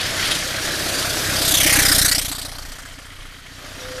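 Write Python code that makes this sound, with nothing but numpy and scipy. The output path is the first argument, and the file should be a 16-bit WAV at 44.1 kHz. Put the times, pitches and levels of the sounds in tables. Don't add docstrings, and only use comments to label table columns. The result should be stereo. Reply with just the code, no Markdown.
import sys
import numpy as np
from scipy import signal
from scipy.fft import rfft, irfft, next_fast_len
from scipy.io import wavfile
from scipy.ndimage import uniform_filter1d, map_coordinates

SR = 44100
rng = np.random.default_rng(int(sys.argv[2]) if len(sys.argv) > 2 else 0)


def file_out(sig):
    cols = np.atleast_2d(sig).T
    lim = np.clip(cols, -1, 1)
    pcm = np.round(lim * 32767).astype(np.int16)
    wavfile.write(sys.argv[1], SR, pcm)


N = 176400

SPEED_M_S, PASS_S, CLOSEST_M, SOUND_M_S = 19.856, 1.8732, 3.87, 343
BEAT_HZ = 30.0356
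BEAT_ACCENTS = [-0.5, 3.5, -2, 2.5]


def amp(db):
    return 10 ** (np.asarray(db) / 20)


def unit(x):
    return x / np.sqrt(np.mean(x ** 2) + 1e-20)


def time_s():
    return np.arange(N) / SR


def at_freq(points, hz):
    freq_hz, values = np.transpose(points)
    return np.interp(np.log(hz + 1), np.log(freq_hz + 1), values)


def envelope(rows):
    knots_s, *columns_db = np.transpose(rows)
    return np.squeeze([amp(np.interp(time_s(), knots_s, db)) for db in columns_db])


def wobble(rate_hz):
    return map_coordinates(rng.standard_normal(4096), [time_s() * rate_hz], mode="wrap")


def filtered(x, response):
    size = next_fast_len(N + SR // 2)
    return irfft(rfft(x, size) * response(np.fft.rfftfreq(size, 1 / SR)), size)[:N]


def noise(spectrum):
    return unit(filtered(rng.standard_normal(N), lambda hz: amp(at_freq(spectrum, hz))))


def distance_m():
    return np.hypot(SPEED_M_S * (time_s() - PASS_S), CLOSEST_M)


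def emitted_s():
    return time_s() - distance_m() / SOUND_M_S


def doppler(x):
    return map_coordinates(x, [emitted_s() * SR], mode="wrap")


def beats(rise_hz_per_s=.5837, first_s=-.0927):
    t = emitted_s()
    return BEAT_HZ * (t - first_s) + rise_hz_per_s * t ** 2 / 2


def scatter(count, spread_db):
    return amp(spread_db * rng.standard_normal(256))[count.astype(int)]


def beat_gain(count, accent, spread_db):
    return amp(accent * np.take(BEAT_ACCENTS, count.astype(int), mode="wrap")) * scatter(count, spread_db)


def puffs(hold_s, accent, attack_s=.0011, release_s=.0055, spread_db=.5):
    count, phase = np.divmod(beats(), 1)
    t = phase / BEAT_HZ
    opening = 1 - np.exp(-(t / attack_s) ** 2)
    closing = np.exp(-np.maximum(t - hold_s, 0) / release_s)
    return unit(opening * closing * beat_gain(count, accent, spread_db))


def exhaust():
    # time_s, level_db
    hiss_levels = [(0, -51), (1.2, -36), (1.38, -23.5), (1.53, -12.5), (1.8, -12), (1.92, -14.5),
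                   (2.06, -12.5), (2.16, -19), (2.27, -25.5), (2.43, -31), (2.53, -39), (2.75, -38.5),
                   (2.95, -46), (3.45, -49), (4, -37)]
    pipe_levels = [(1.6, -51), (1.8, -22), (1.9, -15.5), (2.06, -18.5), (2.15, -17.5), (2.27, -28),
                   (2.42, -30.5), (2.54, -39.5), (2.75, -44), (3, -52), (4, -59)]
    chuff_levels = [(0, -36.5), (1.3, -30), (1.55, -28), (1.75, -18.5), (2, -28.5), (2.16, -27.5),
                    (2.3, -32), (2.7, -42.5), (3, -46), (3.4, -50), (3.65, -45.5), (4, -36)]
    # freq_hz, gain_db
    hiss_spectrum = [(300, -28), (1000, -15), (1800, -1.5), (2500, -9.5), (3200, -5.5), (4300, -7.5),
                     (6000, -1.5), (7500, -3.5), (8900, 0), (11000, -1), (14000, -4)]
    pipe_spectrum = [(2800, -42), (3800, -5), (4500, 2), (5050, 0), (5900, -4), (7400, -14), (8150, -4.5),
                     (8650, 1.5), (9300, -10), (14000, -10.5)]
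    chuff_spectrum = [(150, -22), (430, -10), (680, -1), (950, -6.5), (1350, 1.5), (1650, 3), (2200, -1.5),
                      (2900, -13), (6000, -23)]
    flow = puffs(hold_s=.019, accent=.5, spread_db=.4)
    hiss = noise(hiss_spectrum) * envelope(hiss_levels) * flow
    pipe = doppler(noise(pipe_spectrum)) * envelope(pipe_levels) * puffs(hold_s=.016, accent=.59)
    chuff = doppler(noise(chuff_spectrum)) * envelope(chuff_levels)
    chuff *= puffs(hold_s=.01, accent=.9, attack_s=.00048, release_s=.015)
    steam = over_road(hiss + pipe + chuff) + whoosh() * flow + crack()
    return through_air(steam, patchy_db=1.93)


def crack(decay_s=.0038):
    levels = [(1.7, -54), (2.05, -27), (2.2, -27), (2.45, -31), (2.75, -38), (3.1, -48), (4, -52)]  # time_s, level_db
    spectrum = [(200, -13), (650, 1), (1000, -7), (1500, 2), (3000, -5), (5000, -5), (8000, -4),
                (14000, -9)]
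    count, phase = np.divmod(beats(), 1)
    strength = beat_gain(count, accent=1.5, spread_db=1.0)
    return noise(spectrum) * envelope(levels) * strength * np.exp(-phase / BEAT_HZ / decay_s)


def whoosh(width_hz=950, fray_rad=.78):
    levels = [(1.1, -100), (1.3, -45), (1.42, -24), (1.55, -26.5), (1.61, -20.5), (1.78, -24),
              (1.95, -29.5), (2.17, -29.5), (2.3, -39), (2.5, -100)]
    crest_hz = 1 / echo_delay_s()
    phase = 2 * np.pi * np.cumsum(crest_hz) / SR + fray_rad * wobble(2 * width_hz)
    band = wobble(width_hz) * np.cos(phase) + wobble(width_hz) * np.sin(phase)
    return unit(band) * envelope(levels)


def thumps():
    pulse_levels = [(0, -29), (.9, -26), (1.5, -20.5), (1.8, -15), (2, -14.5), (2.25, -25), (2.6, -33.5),
                    (3.3, -38), (4, -30.5)]
    outflow_levels = [(0, -53), (1.3, -42), (1.85, -29), (2.1, -30), (2.4, -34), (2.75, -35), (3.1, -38.5),
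                      (3.5, -44), (4, -42)]
    count = beats()

    def bump(at_s, width_s):
        offset_s = ((count - at_s * BEAT_HZ + .5) % 1 - .5) / BEAT_HZ
        return np.exp(-(offset_s / width_s) ** 2)

    rebound = .4 * bump(at_s=.0049, width_s=.0022)
    pulse = (rebound - bump(at_s=0, width_s=.0015)) * scatter(count + .5, spread_db=1.15)
    outflow = bump(at_s=.011, width_s=.0075)
    return ((pulse - pulse.mean()) * envelope(pulse_levels)
            + (outflow - outflow.mean()) * envelope(outflow_levels))


def roar(body_flutter_db=.48, fizz_flutter_db=1.6):
    levels = [(0, -27, -23), (.3, -26.5, -22.5), (.5, -28, -26.5), (.95, -25, -23), (1.35, -23.5, -24.5),
              (1.75, -23.5, -21), (1.98, -26.5, -20.5), (2.12, -34, -30), (2.28, -48, -35.5),
              (2.55, -45.5, -42.5), (3, -49, -45), (3.45, -49.5, -46), (3.7, -38, -39), (4, -37, -34.5)]
    body_spectrum = [(60, -33), (130, 1), (210, -3), (300, 1.5), (450, -1), (640, 3.5), (850, -8.5),
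                     (1050, -6), (1300, -1.5), (1650, 1.5), (2100, -3), (3000, -3), (6000, -11)]
    fizz_spectrum = [(800, -16.5), (2200, -30.5), (3200, -4), (4600, 0.5), (6500, -4), (8200, -7),
                     (9800, -6), (12000, -9), (14000, -9)]
    body_gain, fizz_gain = envelope(levels)
    body = noise(body_spectrum) * body_gain * amp(body_flutter_db * wobble(70))
    fizz = noise(fizz_spectrum) * fizz_gain * amp(fizz_flutter_db * wobble(90))
    return through_air(body + fizz, patchy_db=1.5)


def ring(source_hz=290.6, at_beat=.88, width_beats=.26, second_db=-6, rough_rad=.48):
    levels = [(0, -43), (1.2, -29), (1.52, -21.5), (1.8, -17), (2, -25.5), (2.2, -28), (2.6, -40.5),
              (3.3, -46), (4, -34)]
    turn_beats = len(BEAT_ACCENTS)
    half_turn = turn_beats / 2

    def swell(centre):
        offset = (beats() - centre + half_turn) % turn_beats - half_turn
        return np.exp(-(offset / width_beats) ** 2 / 2)

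    tone = np.sin(2 * np.pi * source_hz * emitted_s() + rough_rad * wobble(90))
    return tone * (swell(at_beat) + amp(second_db) * swell(at_beat + half_turn)) * envelope(levels)


def spits(attack_s=.0023):
    bursts = [(.008, -18, 0.011), (.254, -19.5, 0.014), (0.311, -12.5, .016), (0.351, -13, 0.0045),
              (1.025, -21, 0.0075), (2.414, -21.5, .005), (2.584, -25, 0.0038), (2.719, -33, .006),
              (2.82, -39, 0.0041)]
    spectrum = [(500, -38), (1500, -7.5), (3300, 12), (6000, -2), (8300, -7), (9800, 3), (11500, -8.5),
                (14000, -12)]
    gain = np.zeros(N)
    for start_s, level_db, decay_s in bursts:
        t = np.maximum(time_s() - start_s, 0)
        gain += amp(level_db) * (1 - np.exp(-t / attack_s)) * np.exp(-t / decay_s)
    return gain * noise(spectrum)


def whine(source_hz=790, rough_rad=.98):
    levels = [(1.2, -87), (1.6, -47), (1.78, -33.5), (1.95, -41.5), (2.2, -52), (2.5, -90)]  # time_s, rms_db
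    phase = 2 * np.pi * source_hz * emitted_s() + rough_rad * wobble(70)
    return np.sqrt(2) * envelope(levels) * np.sin(phase)


def echo_delay_s(jet_lag_s=.05, jet_closest_m=4.2, detour_m=.2):
    range_ratio = np.hypot(1, SPEED_M_S * (time_s() - PASS_S - jet_lag_s) / jet_closest_m)
    return detour_m / range_ratio / SOUND_M_S


def over_road(x):
    reflection = [(1000, -5), (5000, -1.5), (9000, -9), (14000, -9)]  # freq_hz, gain_db
    echo = map_coordinates(x, [np.arange(N) - SR * echo_delay_s()])
    return (x + filtered(echo, lambda hz: amp(at_freq(reflection, hz)))) / np.sqrt(2)


def through_air(x, patchy_db, loss_10khz_db_per_m=.1822):
    hz, t, spectra = signal.stft(x, SR, nperseg=512)
    patches = uniform_filter1d(rng.standard_normal(spectra.shape), size=5, axis=0)
    patches = unit(uniform_filter1d(patches, size=12, axis=1))
    loss_db = loss_10khz_db_per_m * np.outer((hz / 1e4) ** 1.5, np.interp(t, time_s(), distance_m()))
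    return signal.istft(spectra * amp(patchy_db * patches - loss_db), nperseg=512)[1][:N]


def drone():
    levels = [(0, -37), (.25, -42), (.4, -48), (.9, -46), (1.2, -38), (1.6, -40), (2.2, -49), (3.3, -56),
              (4, -45)]
    spectrum = [(40, -32), (70, -16), (92, 4.5), (125, -7.5), (180, -29), (400, -49)]  # freq_hz, gain_db
    return noise(spectrum) * envelope(levels)


def rustle(crackle_db=3.0):
    levels = [(0, -26), (.12, -31.5), (.22, -24), (.36, -31), (.45, -33), (.7, -31), (.9, -45)]  # time_s, level_db
    spectrum = [(1000, -17), (2000, -5), (2750, -12), (3150, -4), (3700, -15), (5000, -22), (12000, -38)]  # freq_hz, gain_db
    return noise(spectrum) * envelope(levels) * unit(amp(crackle_db * wobble(160)))


def hoot(pitch_hz=510, waver_rad=.37):
    levels = [(3.76, -70), (3.81, -40), (3.9, -37), (4, -33)]  # time_s, rms_db
    phase = 2 * np.pi * pitch_hz * time_s() + waver_rad * wobble(43)
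    return np.sqrt(2) * envelope(levels) * np.sin(phase)


def wind(gust_db=4.5):
    levels = [(0, -47), (.8, -45.5), (1.1, -46), (1.4, -57), (1.9, -37), (2.3, -46), (2.65, -43.5),
              (3.1, -44.5), (3.45, -48), (4, -47)]
    spectrum = [(10, -7), (24, 8), (45, -5), (100, -14), (300, -38), (1000, -60)]  # freq_hz, gain_db
    return noise(spectrum) * envelope(levels) * amp(gust_db * wobble(8.15))


def trees(x, level_db=-21):
    decay = [(200, 0.56), (2000, 0.13), (10000, 0.11)]  # freq_hz, t60_s
    hz, t, spectra = signal.stft(rng.standard_normal(SR // 2), SR, nperseg=256)
    fade = amp(-60 * t / at_freq(decay, hz)[:, None])
    tail = signal.istft(spectra * fade, SR, nperseg=256)[1]
    return amp(level_db) * signal.fftconvolve(x, tail / np.linalg.norm(tail))[:N]


def scene():
    steam = exhaust() + spits()
    bike = steam + trees(steam) + thumps() + ring() + whine() + roar()
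    mono = bike + drone() + rustle() + hoot() + wind()
    return np.array([mono, mono])


def record(dry, ceiling=.52, knee=3.5, top_hz=14050):
    squashed = dry / (1 + np.abs(dry / ceiling) ** knee) ** (1 / knee)
    return np.array([filtered(channel, lambda hz: hz < top_hz) for channel in squashed])


dry = scene()
out = record(dry)
file_out(out)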